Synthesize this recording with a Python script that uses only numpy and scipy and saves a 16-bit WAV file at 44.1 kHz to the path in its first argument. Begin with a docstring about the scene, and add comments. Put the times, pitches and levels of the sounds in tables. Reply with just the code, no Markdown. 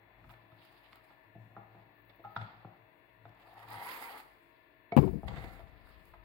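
"""Hands smooth cling film over a dish in a quiet kitchen, close to a small two-capsule microphone: film rub,
crackle and snaps are coloured noise slips and puffs. Scissors are picked up, glide through the film with a wavering
resonant note, then are laid down with ringing knocks; bumps and rubbing at the left capsule are noise through its
resonances. Behind lie a faint motor of wavering sines, a low hum near 50 Hz with a low thump at about 0.26 s,
thin treble ticking and noise for room and hiss."""
import sys
import numpy as np
from scipy import signal
from scipy.fft import rfft, irfft
from scipy.io import wavfile
from scipy.ndimage import uniform_filter1d

SR = 44100
rng = np.random.default_rng(int(sys.argv[2]) if len(sys.argv) > 2 else 0)


def store_wav(level_fs):
    """Save 16-bit WAV to argv[1]."""
    pcm = np.round(np.clip(np.atleast_2d(level_fs), -1, 1) * 32767)
    wavfile.write(sys.argv[1], SR, pcm.T.astype(np.int16))


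N = 275184


def gain_of(db):
    """Decibels to gain."""
    return 10 ** (np.asarray(db) / 20)


def evened(x):
    """Scales to rms 1."""
    return x / np.sqrt(np.mean(x ** 2) + 1e-20)


def read(points, hz):
    """Reads a spectrum table on a log-frequency axis."""
    f, value = np.transpose(points)
    return np.interp(np.log(hz + 1), np.log(f + 1), value)


def level(rows, columns=(1,)):
    """Gain curve through the summed dB columns, -130 dB outside the rows."""
    rows = np.array(rows)
    db = rows[:, list(columns)].sum(axis=1)
    return gain_of(np.interp(np.arange(N) / SR, rows[:, 0], db, -130, -130))


def swells(rows):
    """Gain curve of swells that rise and die away at a constant dB rate around each loudest moment."""
    t = np.arange(N) / SR
    return sum(gain_of(db - 20 * np.maximum((s - t) / build, (t - s) / die)) for s, db, build, die in rows)


def add(mix, s, sound):
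    """Mixes a sound in at s seconds."""
    part = mix[round(s * SR):][:len(sound)]
    part += sound[:len(part)]


def coloured(x, points):
    """Minimum-phase filter with the shape of a spectrum table and unit energy."""
    db = np.maximum(read(points, abs(np.fft.fftfreq(4096, 1 / SR))), -100)
    spectrum = np.exp(np.conj(signal.hilbert(np.log(gain_of(db)))))
    taps = np.fft.ifft(spectrum).real[:2048]
    return signal.oaconvolve(x, taps / np.linalg.norm(taps))[:len(x)]


def resonate(x, hz, width):
    """A resonance of gain 1 whose centre may move: shifts to zero frequency, smooths, shifts back."""
    turn = np.exp(2j * np.pi * np.cumsum(hz * np.ones(len(x))) / SR)
    r = np.exp(-np.pi * width / SR)
    return 2 * (turn * signal.lfilter([1 - r], [1, -r], x / turn)).real


def grains(per_s, spread_db, smooth):
    """Sparse slips of unequal size over a share of smooth noise."""
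    size = gain_of(spread_db * np.minimum(rng.exponential(1, N), 4))
    size = size * (rng.random(N) < per_s / SR)
    slips = evened(size * rng.standard_normal(N))
    return evened(slips + smooth * rng.standard_normal(N))


def wavering(hz, depth, width):
    """A tone whose level and phase wander, by adding narrow noise at its own frequency."""
    t = np.arange(N) / SR
    wander = evened(resonate(rng.standard_normal(N), hz, width))
    return evened(np.sin(2 * np.pi * hz * t) + depth * wander)


def patchy(x, depth_db):
    """Random patches of pitch and time come forward and fall back, alike on both sides."""
    z = signal.stft(x, nperseg=512)[2]
    patches = rng.standard_normal(z.shape[:0:-1])  # time by frequency
    patches = uniform_filter1d(uniform_filter1d(patches, size=8, axis=0), size=24, axis=1).T
    return signal.istft(z * gain_of(depth_db * evened(patches)), nperseg=512)[1][:, :N]


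# Body of the film's rub. Each row: frequency in Hz, density in relative dB per Hz.
RUB_COLOUR = [(120, -61.5), (200, -7.5), (415, -8), (473, -2), (575, -2), (815, -12), (1040, -10),
              (1150, -1), (1480, -2), (2060, 5), (2700, -21.5), (3510, -60.5), (5940, -120)]
# Thin upper part of the rub. Each row: frequency in Hz, density in relative dB per Hz.
THIN_COLOUR = [(1500, -34), (2500, 2), (3500, 1), (4800, -4.5), (5600, -28), (8000, -48.5)]
# Treble of crackle and snaps. Each row: frequency in Hz, density in relative dB per Hz.
FIZZ_COLOUR = [(2940, -17.5), (5000, -10), (5560, -26.5), (5960, -23.5), (9310, -16), (11100, -12.5),
               (13500, -15), (15100, -9.5), (16000, -10)]
# Strokes of hands on film, one list per passage. Each row: time in seconds, rub level in relative dB,
# thin part in dB over it.
RUB_STROKES = [
    [(0.0, -76, -9), (0.55, -77, -1.5), (0.6, -74, 7), (0.88, -72.5, 1.5), (1.21, -77.5, -4),
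     (1.4, -87, -27), (1.55, -72, -26), (1.74, -73, -6), (1.95, -77, -3.5), (2.21, -86, -1), (2.43, -64, 0),
     (2.89, -78.5, -12.5), (3.23, -88.5, 3), (3.35, -71.5, -14)],
    [(4.35, -70, -5), (4.43, -83, 1.5), (4.8, -77.5, -4)],
    [(5.7, -66.5, -11.5), (5.906, -67, -6), (6.24, -76, -4)],
]
# Blades gliding through film. Each row: time in seconds, rub level and fine crackle level in relative dB.
CUT = [(3.35, -78, -104), (3.41, -68, -91), (3.6, -63, -85), (3.666, -61.5, -72), (3.73, -48.5, -51),
       (3.775, -53.5, -58.5), (3.81, -49, -53), (3.84, -52, -49), (3.88, -47, -49), (3.96, -50, -46),
       (4.07, -52, -50), (4.14, -48.5, -54), (4.19, -52, -54), (4.25, -74, -75), (4.35, -75, -100)]
# Scissors sliding to rest. Each row: time in seconds, rub level in relative dB.
SLIDE = [(5.262, -95), (5.283, -37), (5.298, -55), (5.382, -49.5), (5.579, -56), (5.6, -64), (5.655, -73),
         (5.699, -59.5)]
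# Resonant note of the film. Each row: time in seconds, centre frequency in Hz before it wavers,
# note level in dB over the rub.
FILM_NOTE = [(3.45, 819, 5.5), (3.62, 790, 10.5), (3.72, 813, 2), (3.81, 823, 7.5), (3.9, 935, 2.5),
             (3.98, 878, 0.5), (4.07, 893, 3.5), (4.25, 774, -5.5)]
# Bursts of fine crackle. Each row: loudest moment in seconds, level in relative dB,
# build-up and dying away in seconds per 20 dB.
CRINKLES = [(.31, -61.5, 0.039, 0.038), (.66, -71.5, 0.23, 0.7), (.96, -74, .1, 0.017),
            (1.04, -78, 0.019, 0.16), (2.36, -85, .01, 0.19), (3.13, -82, 0.99, 0.1043),
            (3.4, -75.5, .045, 0.58), (3.54, -72, .1, 0.02927), (3.6, -71, .05, 0.12),
            (4.36, -76.5, 0.23, 0.62), (4.968, -42.5, 0.0023, 0.041), (5.0, -57.5, 0.026, 0.21),
            (5.272, -63, 0.0075, 0.075), (5.44, -64.5, 0.15, 0.065), (5.54, -64, 0.17, 0.16),
            (5.87, -70.5, 0.17, 0.23), (6.07, -69, 0.1, 0.088)]
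CUT_THIN_DB, SLIDE_THIN_DB = -5.5, -11  # thin part over the rub


def film():
    """Dense stick-slips make a shared rub and note, while thin part and fizz differ on the two sides."""
    flutter = gain_of(1.5 * evened(uniform_filter1d(rng.standard_normal(N), 600)))
    note_s, note_hz, note_db = np.transpose(FILM_NOTE)
    t = np.arange(N) / SR
    hz, note_db = np.interp(t, note_s, note_hz), np.interp(t, note_s, note_db)
    hz *= 1 + 0.054 * evened(uniform_filter1d(rng.standard_normal(N), 1800))  # tension wavers

    body = sum(level(rows) for rows in RUB_STROKES + [CUT, SLIDE])
    thin = sum(level(rows, (1, 2)) for rows in RUB_STROKES)
    thin += gain_of(CUT_THIN_DB) * level(CUT) + gain_of(SLIDE_THIN_DB) * level(SLIDE)
    clumps = gain_of(1.2 * evened(uniform_filter1d(rng.standard_normal(N), 2000)))
    fizz = (swells(CRINKLES) + level(CUT, (2,))) * clumps

    slips = grains(per_s=1500, spread_db=1.8, smooth=1.6)
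    note = evened(resonate(resonate(slips, hz, 190), hz, 360))
    upper_modes = evened(resonate(resonate(slips, 2.43 * hz, 220), 2.13 * hz, 400))
    near_modes = evened(resonate(resonate(slips, 1.317 * hz, 130), 1.39 * hz, 220))
    slide_hiss = evened(resonate(resonate(slips, 7400, 2200), 6100, 2600))
    rub = body * (coloured(slips, RUB_COLOUR) + gain_of(note_db) * note)
    rub += body * gain_of(note_db - 6.5) * upper_modes
    rub += body * gain_of(note_db - 10.5) * near_modes
    rub += gain_of(-22) * level(SLIDE) * slide_hiss

    fine = []
    for _ in "LR":
        thin_part = thin * coloured(grains(per_s=980, spread_db=2.0, smooth=1.0), THIN_COLOUR)
        crackle = fizz * coloured(grains(per_s=2000, spread_db=2.0, smooth=2.2), FIZZ_COLOUR)
        fine.append(thin_part + crackle)
    return (rub + patchy(np.array(fine), depth_db=2.5)) * flutter


# Single snaps of the film. 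Each row: start in seconds, level in relative dB, low click in dB over it.
SNAPS = [(0.2936, -52.5, 16), (0.6511, -47, 5.5), (0.925, -59.5, 21.5), (0.9300, -60, 29.5),
         (0.9572, -44.5, 10.5), (2.355, -62, 21), (2.373, -49, 20), (3.0948, -72, 19), (3.293, -56.5, 11),
         (3.3984, -59, 14), (3.541, -49, -4), (3.5773, -55, -7), (3.593, -44.5, 9), (3.599, -48, -4),
         (3.631, -46, -6), (3.6666, -64.5, -11), (3.686, -38, -16), (3.705, -33, -6), (3.734, -37.5, -9),
         (3.789, -41, -8), (3.9945, -51, 10), (4.055, -51, 10), (4.094, -41, 12), (4.162, -41, 4),
         (4.1788, -34, 1), (4.185, -39, -6), (4.206, -42, -6), (4.9658, -26.5, 5.5), (5.2707, -57, 10),
         (5.278, -53, 15), (5.2844, -54, 19), (5.37, -56, 18), (5.444, -51, 20), (5.8713, -51.5, 12),
         (6.054, -45, -7)]
# Lower click of a snap. Each row: frequency in Hz, density in relative dB per Hz.
SNAP_COLOUR = [(500, -28), (1100, -1.5), (2400, -7.5), (4800, -20), (6500, -40.5)]


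def snaps():
    """Single creases snap: a tiny noise puff, heard as a bright tick and a lower click."""
    high, low, t = np.zeros(N), np.zeros(N), np.arange(300) / SR
    for (s, db, low_db), puff in zip(SNAPS, rng.standard_normal((len(SNAPS), 300))):
        puff = puff * gain_of(-60 * t / 0.009) * (1 - np.exp(-t / 0.0002))
        puff = gain_of(db + 6.0) * puff / np.linalg.norm(puff)
        add(high, s, puff)
        add(low, s, puff * gain_of(low_db))
    return coloured(high, FIZZ_COLOUR) + coloured(low, SNAP_COLOUR)


# Knocks on the table. Each row: time in seconds, level in relative dB, favoured mode in Hz, its lift in dB,
# tilt of thud, low, middle and bright modes in dB over the level, damping as a factor on the decay rate.
KNOCKS = [(0.243, -60, 994, 1.9, 14, 9, -1, -2, 2.7), (0.301, -52, 710, 7, -10, -39, -7, -5, 1.06),
          (0.339, -47.5, 880, 6.9, -30, -11, -8, -5, 6.1), (0.518, -55, 710, 11, 1, -29, -4, -3, 2),
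          (1.105, -55, 1024, 8.6, -19.5, -8, -8.5, -9.5, 1.16),
          (1.354, -47.5, 687, 6.6, -4.5, 13, -43, -15, 2.5),
          (1.567, -46, 816, 12.7, -11, 2.5, -6, -17, 0.89),
          (1.748, -56.5, 760, 15, -12.5, 5.5, -17, -16, 0.41),
          (2.097, -58.5, 928, 10, -11, -8, -23, 0.5, 1.1), (2.195, -58, 637, 9.2, -32, 3, -28, -11, 0.89),
          (2.242, -56, 1278, 7.3, -20, -13, -2, -10, 0.43), (2.249, -50, 790, 21, -17, -8, -9, -15, 0.93),
          (2.3655, -32.5, 910, 7.4, -4, -4, 3, -2.5, 3.96), (2.4141, -43.5, 3750, 6, -5, -4.5, -6, 0, 2.2),
          (2.649, -42, 793, 11, -5, 4.5, -8.5, -30, 3.25), (3.255, -44, 690, 10, -6, 2, -2.5, -10, 3.3),
          (4.922, -43.5, 2155, 52, -27, -42, -23, -5, 2.4),
          (4.923, -27, 688, 10.6, -17, 9.5, -19.5, -15.5, 2.12),
          (5.232, -45, 676, 5.4, -6.5, -7, -16, -33, 0.79),
          (5.281, -40.5, 806, 7.7, 0.5, -10, -16, -13, 1.6), (5.367, -44.5, 710, 5.2, -6, -1, -10, -6, 0.8),
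          (5.441, -40.5, 1000, 14, -6, 16, -9, -0.5, 5.2), (5.593, -51, 712, 6, -25, -4.5, -15, -9, 0.53),
          (6.138, -51, 940, 11, -18, -24, -8.5, -11.5, 1.5)]
# Modes a knock rings. Each row: frequency in Hz before slight detuning, level in relative dB,
# 60 dB decay time in seconds at damping 1.
RINGS = [(114, 5, 0.41), (149.9, 8, 0.092), (196.5, -2, 0.27), (335, -5, 0.08), (369, 0, 0.05),
         (672, -1, 0.11), (804, -5, 0.16), (866.5, -0.5, 0.1), (985, -1.5, 0.098), (1246, -5, 0.12),
         (1278, 5.5, 0.099), (1370, 7.5, 0.068), (1643, 2.5, 0.061), (1973, -7.5, 0.17), (2193, -8, 0.17),
         (2470, -26, 0.048), (2970, -8, 0.026), (3550, 8.5, 0.065), (3660, 5, 0.038), (4100, 8, 0.026)]
KNOCK_RISE_S = 0.00058
TOP_DB, TOP_PER_BRIGHT = -9, 1.4  # the highest modes follow the brightness, more steeply


def knocks():
    """Each knock cracks and excites the same modes, tilted by where and how hard it lands; loose parts chatter."""
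    out, t = np.zeros(N), np.arange(SR // 2) / SR
    crack_t = t[:1500]
    hz, db, t60 = np.transpose(RINGS)[:, :, None]
    cracks = rng.standard_normal((len(KNOCKS), 1500))
    chatter = uniform_filter1d(uniform_filter1d(rng.standard_normal(N), 300), 150)
    chatter = 1 + 0.25 * evened(chatter)
    luck = rng.random((len(KNOCKS), 2, len(RINGS), 1))
    for row, (detune, phase), crack in zip(KNOCKS, luck, cracks):
        s, knock_db, main_hz, lift_db, thud, low, middle, bright, damp = row
        top = TOP_DB + TOP_PER_BRIGHT * bright
        tilt = [(40, thud - 30), (113, thud), (350, low), (800, -0.5), (1350, middle), (2100, bright),
                (3600, top), (5000, top - 8), (6500, top - 35)]
        favour_db = lift_db * np.exp(-((hz - main_hz) / 45) ** 2)
        rise_s = KNOCK_RISE_S / 2 + 0.67 / hz  # low modes take longer to build
        damping = np.where(hz < 150, np.sqrt(damp), damp)  # the table top is harder to damp
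        fall_db = 60 * t * damping / t60
        ring = gain_of(db + read(tilt, hz) + favour_db - fall_db) * (1 - np.exp(-t / rise_s)) ** 2
        ring *= np.sin(2 * np.pi * (hz * (1 + 0.063 * (detune - .5)) * t + phase))
        add(out, s - .002, gain_of(knock_db) * ring.sum(0))

        crack = crack * gain_of(-60 * crack_t * damp / 0.12) * (1 - np.exp(-crack_t / rise_s[-1]))
        crack = coloured(crack, tilt + [(16000, top - 60)])
        add(out, s - .001, gain_of(knock_db + 1.5) * crack * np.linspace(1, 0, 1500))
    return out * chatter


# Hands pressing on the table top. Each row: loudest moment in seconds, level in relative dB,
# build-up and dying away in seconds per 20 dB.
PRESSES = [(.03, -65, 0.11, 0.56), (.27, -52, 0.11, 0.047), (.45, -65.5, 0.1, 0.12),
           (.575, -61.5, 0.09, 0.27), (.91, -62, 0.022, 0.13), (1.27, -65.5, 0.036, 0.18),
           (1.41, -54.5, 0.089, 0.45), (1.76, -60, 0.13, 0.17), (2.27, -58.5, 0.31, 0.13),
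           (2.42, -41.5, .06, 0.059), (2.57, -61, 0.091, 0.11), (2.69, -64, .06, 0.066),
           (2.84, -64.5, 0.099, .05), (3.29, -55.5, 0.2, 0.11), (3.62, -71, 0.12, 0.1),
           (3.77, -52, 0.24, 0.1)]


def table_top():
    """The two lowest modes of the table, stirred unevenly by hands."""
    upper = gain_of(-13.0) * evened(resonate(rng.standard_normal(N), 190, 44))
    return (wavering(111, depth=0.44, width=10.0) + upper) * swells(PRESSES)


# Bumps on the left capsule. Each row: start in seconds, mount level in relative dB, shell and sharp edge in dB
# over it, 60 dB decay time in seconds after a short hold, favoured mount mode in Hz.
BUMPS = [(4.9656, -19, -17.5, -15, 0.031, 245), (4.974, -19.5, -11, -6, 0.035, 238),
         (4.9866, -19, -14, -14, 0.027, 144), (4.999, -34, -4, -22, 0.029, 190),
         (5.013, -33.5, 0.5, -19, 0.046, 143), (5.027, -30.5, 2, -16, 0.018, 192),
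         (5.0357, -32.5, -1.5, -13, 0.018, 190), (5.047, -33, -6.5, -41, 0.17, 147),
         (5.062, -31, -7, -39, 0.043, 131), (5.0767, -45, -13, -1, 0.018, 180),
         (5.0887, -44, -24, -15, 0.024, 180), (5.129, -40, -3.5, -39, 0.034, 189.3),
         (5.155, -41, -8, -36, 0.04, 167), (5.181, -43.5, -13.5, -37, 0.04, 140),
         (5.237, -44.5, -29, -29, 0.13, 106), (5.284, -57, -17, 2, 0.14, 130),
         (5.31, -51.5, -9, -2, 0.19, 175)]
# Mount of the microphone. Each row: frequency in Hz, first resonance width in Hz, level in relative dB.
MOUNT = [(100.5, 58, 1), (145, 83, 3.5), (180, 43, 8), (239, 91, 3)]
# Shell of the microphone. Each row: frequency in Hz, first resonance width in Hz, level in relative dB.
SHELL = [(297.4, 18, 4.5), (376, 30, 6), (434, 35, -4)]
# Sharp edge of a bump. Each row: frequency in Hz, density in relative dB per Hz.
SHARP_COLOUR = [(290, -26), (500, 2.5), (578, -6), (993, -2.5), (1400, -24.5), (2900, -26.5), (3320, -34),
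                (3960, -33.5), (5600, -70), (7600, -42), (9000, -69), (13200, -71)]
# Rubbing on the left capsule. Each row: time in seconds, level in relative dB, deep part in dB over it.
HANDLING = [(4.955, -81, -26), (4.984, -28.5, -11), (5.106, -46, 2.5), (5.176, -47.5, 6),
            (5.208, -68.5, 16.5), (5.298, -55.5, 13), (5.402, -53.5, 1.5), (5.618, -68.5, 13.5),
            (5.89, -71, 7), (6.24, -79, 13)]
BUMP_HOLD_S, TICK_S, SCUFF_DB = 0.012, 0.002, -15  # the edge is a short tick over a little scuffing
FAVOUR_DB_PER_OCTAVE = 24.5  # mount modes weaken away from the favoured one


def ring_body(x, modes):
    """Rings each body mode through two resonances in a row."""
    return sum(gain_of(db) * resonate(resonate(x, hz, width), hz, 107) for hz, width, db in modes)


def handling():
    """Bumps ring the microphone's mount and shell; rubbing gives a lumpy rumble."""
    left, t = np.zeros(N), np.arange(6000) / SR
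    shoves = rng.standard_normal((len(BUMPS), 3, 6000))
    for (s, db, shell_db, sharp_db, t60, main_hz), shove in zip(BUMPS, shoves):
        shape = gain_of(-60 * np.maximum(t - BUMP_HOLD_S, 0) / t60) * (1 - np.exp(-t / 0.0014))
        mount = [(hz, width, mode_db - FAVOUR_DB_PER_OCTAVE * abs(np.log2(hz / main_hz)))
                 for hz, width, mode_db in MOUNT]
        blow = 5.5 * np.exp(-t / 0.00072)  # the first contact, before the scuffing
        edge = np.exp(-t / TICK_S) + gain_of(SCUFF_DB) * shape
        parts = [(ring_body((shove[0] + blow) * shape, mount), db),
                 (ring_body(shove[1] * shape, SHELL), db + shell_db),
                 (coloured(shove[2] * edge, SHARP_COLOUR), db + sharp_db)]
        shape_rms = np.sqrt(np.mean(shape ** 2))  # longer bumps carry more energy
        for part, part_db in parts:
            add(left, s, gain_of(part_db) * evened(part) * shape_rms)

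    noise = rng.standard_normal((3, N))
    deep = evened(resonate(resonate(noise[0], 49, 31), 64, 110))
    rumble = evened(resonate(resonate(noise[1], 140, 120), 138, 143))
    scrape = evened(resonate(noise[2], 400, 200))
    left += deep * level(HANDLING, (1, 2))
    left += rumble * level(HANDLING)
    left += gain_of(-21.5) * scrape * level(HANDLING[4:])  # scraping after the main bumps
    return np.array([2 * left, gain_of(-31) * left])


# Thin treble ticking. Each row: time in seconds, level in relative dB.
TICKING = [(1.95, -80), (2.36, -74)]


def ticking():
    """Irregular faint high ticks from sparse coloured grains, almost wholly on the left."""
    colour = [(9000, -26), (12500, 4.5), (14500, 13), (16000, 13)]
    ticks = coloured(grains(per_s=180, spread_db=0.5, smooth=0.53), colour)
    return np.array([[2], [.1]]) * ticks * level(TICKING)


def pair(a, b, lean, same):
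    """Two capsules: frequency by frequency, the right shares a portion of the left and leans in level."""
    hz = np.fft.rfftfreq(N, 1 / SR)
    same, right = np.clip(read(same, hz), -1, 1), gain_of(-read(lean, hz))
    a, b = rfft(a), rfft(b)
    mixed = right * (same * a + np.sqrt(1 - same ** 2) * b)
    return irfft(np.array([a, mixed]) * 2 / np.sqrt(1 + right ** 2), N)


# Steady wash of the room. Each row: frequency in Hz, density in relative dB per Hz.
ROOM_COLOUR = [(24, -17.5), (40, -27), (117, -0.5), (212, -12), (348, -5.5), (504, -8), (645, -2),
               (827, -14), (1020, -0.5), (1300, -17.5), (1770, -3.5), (2750, -11.5), (3100, -23),
               (4300, -23), (5400, -68), (7000, -51), (12000, -110)]
# Capsule hiss. Each row: frequency in Hz, density in relative dB per Hz.
HISS_COLOUR = [(3240, -44), (5500, -81), (7930, -9.5), (8400, -18.5), (11500, -9), (12800, -1.5),
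               (14300, 9.5), (16000, 4)]
# Balance of wash and hiss. Each row: frequency in Hz, left over right in dB.
ROOM_LEAN = [(60, 51), (110, 56), (200, 8.2), (380, 1.5), (700, 5.2), (1290, 27), (2380, 15.7), (4400, 1.5),
             (8120, 16), (15000, 14)]
# Likeness of the two sides in wash and hiss. Each row: frequency in Hz, likeness clipped to -1..1.
ROOM_SAME = [(60, 0.86), (180, 1.9), (550, 0.1), (1650, -0.53), (4970, -0.014), (15000, -0.2)]
# Lines of the motor. Each row: frequency in Hz, mean level of the two sides in dB rms, left over right in dB.
WHIR = [(293, -82, 14), (342, -78.5, 0.5), (447, -86, 12), (639, -83, 23), (944, -87.5, 23),
        (1403, -88, 5.5), (1752, -81.5, 17.5), (2024, -88.5, 5), (2140, -92, 18), (2640, -86.5, 3),
        (2900, -96.5, 2), (3430, -95.5, -21)]
# Low hum near 50 Hz, with a low thump at about 0.26 s. Each row: time in seconds, level in relative dB.
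HUM_AND_THUMP = [(0, -85), (.25, -71), (.27, -65), (.4, -84), (3, -80.5), (5.6, -80), (5.9, -75),
                 (6.24, -72)]
ROOM_DB, HISS_DB = -68.5, -83.5  # before the two-capsule balance


def room_tone():
    """Steady wash, capsule hiss, the wavering lines of a motor, and a low tone for the hum and early thump."""
    sides = []
    for _ in "LR":
        wash = gain_of(ROOM_DB) * coloured(rng.standard_normal(N), ROOM_COLOUR)
        hiss = gain_of(HISS_DB) * coloured(rng.standard_normal(N), HISS_COLOUR)
        sides.append(wash + hiss)
    out = pair(*sides, ROOM_LEAN, ROOM_SAME)
    for hz, db, lean_db in WHIR:
        sides_db = db + np.array([[.5], [-.5]]) * lean_db
        out += gain_of(sides_db) * wavering(hz, depth=0.32, width=4.2)
    low_tone = level(HUM_AND_THUMP) * wavering(49.3, depth=0.93, width=3.4)
    return out + low_tone * np.array([[2], [.6]])


def scattered(x, step_hz, turns):
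    """Another path to the other capsule: same colour, phases that wander with frequency."""
    hz = np.fft.rfftfreq(N, 1 / SR)
    knots = np.arange(60) * step_hz
    phase = np.interp(hz, knots, turns * 2 * np.pi * (rng.random(60) - .5))
    phase = phase * hz / (hz + 400) - 2 * np.pi * hz * 5 / SR  # less wander in the bass; 5 samples early
    return irfft(rfft(x) * np.exp(-1j * phase), N)


def kitchen(x, first_s, t60, dull_t60):
    """Sparse reflections of random sign; treble dies sooner, the deepest bass is not thrown back."""
    taps = np.zeros(SR // 2)
    at = np.arange(int(first_s * SR), SR // 2 - 20, 20)
    at = at + rng.integers(0, 20, SR // 40 + 1)[:len(at)]
    taps[at] = rng.choice([-1., 1.], SR // 40 + 1)[:len(at)]
    hz, t, z = signal.stft(taps, SR, nperseg=256)
    decay_s = read([(500, t60), (8000, dull_t60)], hz)[:, None]
    tail = signal.istft(z * gain_of(-60 * t / decay_s), SR, nperseg=256)[1]
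    tail = signal.sosfilt(signal.butter(2, 170, "high", fs=SR, output="sos"), tail)
    return signal.fftconvolve(x, tail / np.linalg.norm(tail))[:N]


# Balance of sounds from the table. Each row: frequency in Hz, left over right in dB.
TABLE_LEAN = [(60, -14.5), (110, 8), (200, 0.5), (380, 4), (700, 4.5), (1290, 0), (2380, -10),
              (4400, -14.5), (8120, -38.5), (15000, 5)]
# Likeness of the two sides in table sounds. Each row: frequency in Hz, likeness from -1 to 1.
TABLE_SAME = [(60, 1), (180, 0.94), (550, 0.52), (1650, -0.49), (4970, 0.42), (15000, 0.011)]


def scene():
    """Table sounds reach each capsule by their own path and reflections; snaps arrive unblurred."""
    left, right = film() + knocks() + table_top()
    right = scattered(right, step_hz=282.0, turns=1.0)
    left, right = np.array([left, right]) + snaps()
    left = left + gain_of(-5.5) * kitchen(left, first_s=0.004154, t60=0.59, dull_t60=0.18)
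    right = right + gain_of(-8.0) * kitchen(right, first_s=0.0036, t60=0.83, dull_t60=0.55)
    table = gain_of(-7.0) * pair(left, right, TABLE_LEAN, TABLE_SAME)
    return table + room_tone() + handling() + ticking()


def record(dry):
    """The capsules lose the deepest bass; then a steep low-pass limits the band."""
    thin = signal.sosfilt(signal.butter(4, 38, "high", fs=SR, output="sos"), dry)
    band_limit = signal.firwin(511, 15900, window=("kaiser", 9), fs=SR)
    return signal.oaconvolve(thin, band_limit[None], "same")


dry = scene()
out = record(dry)
store_wav(out)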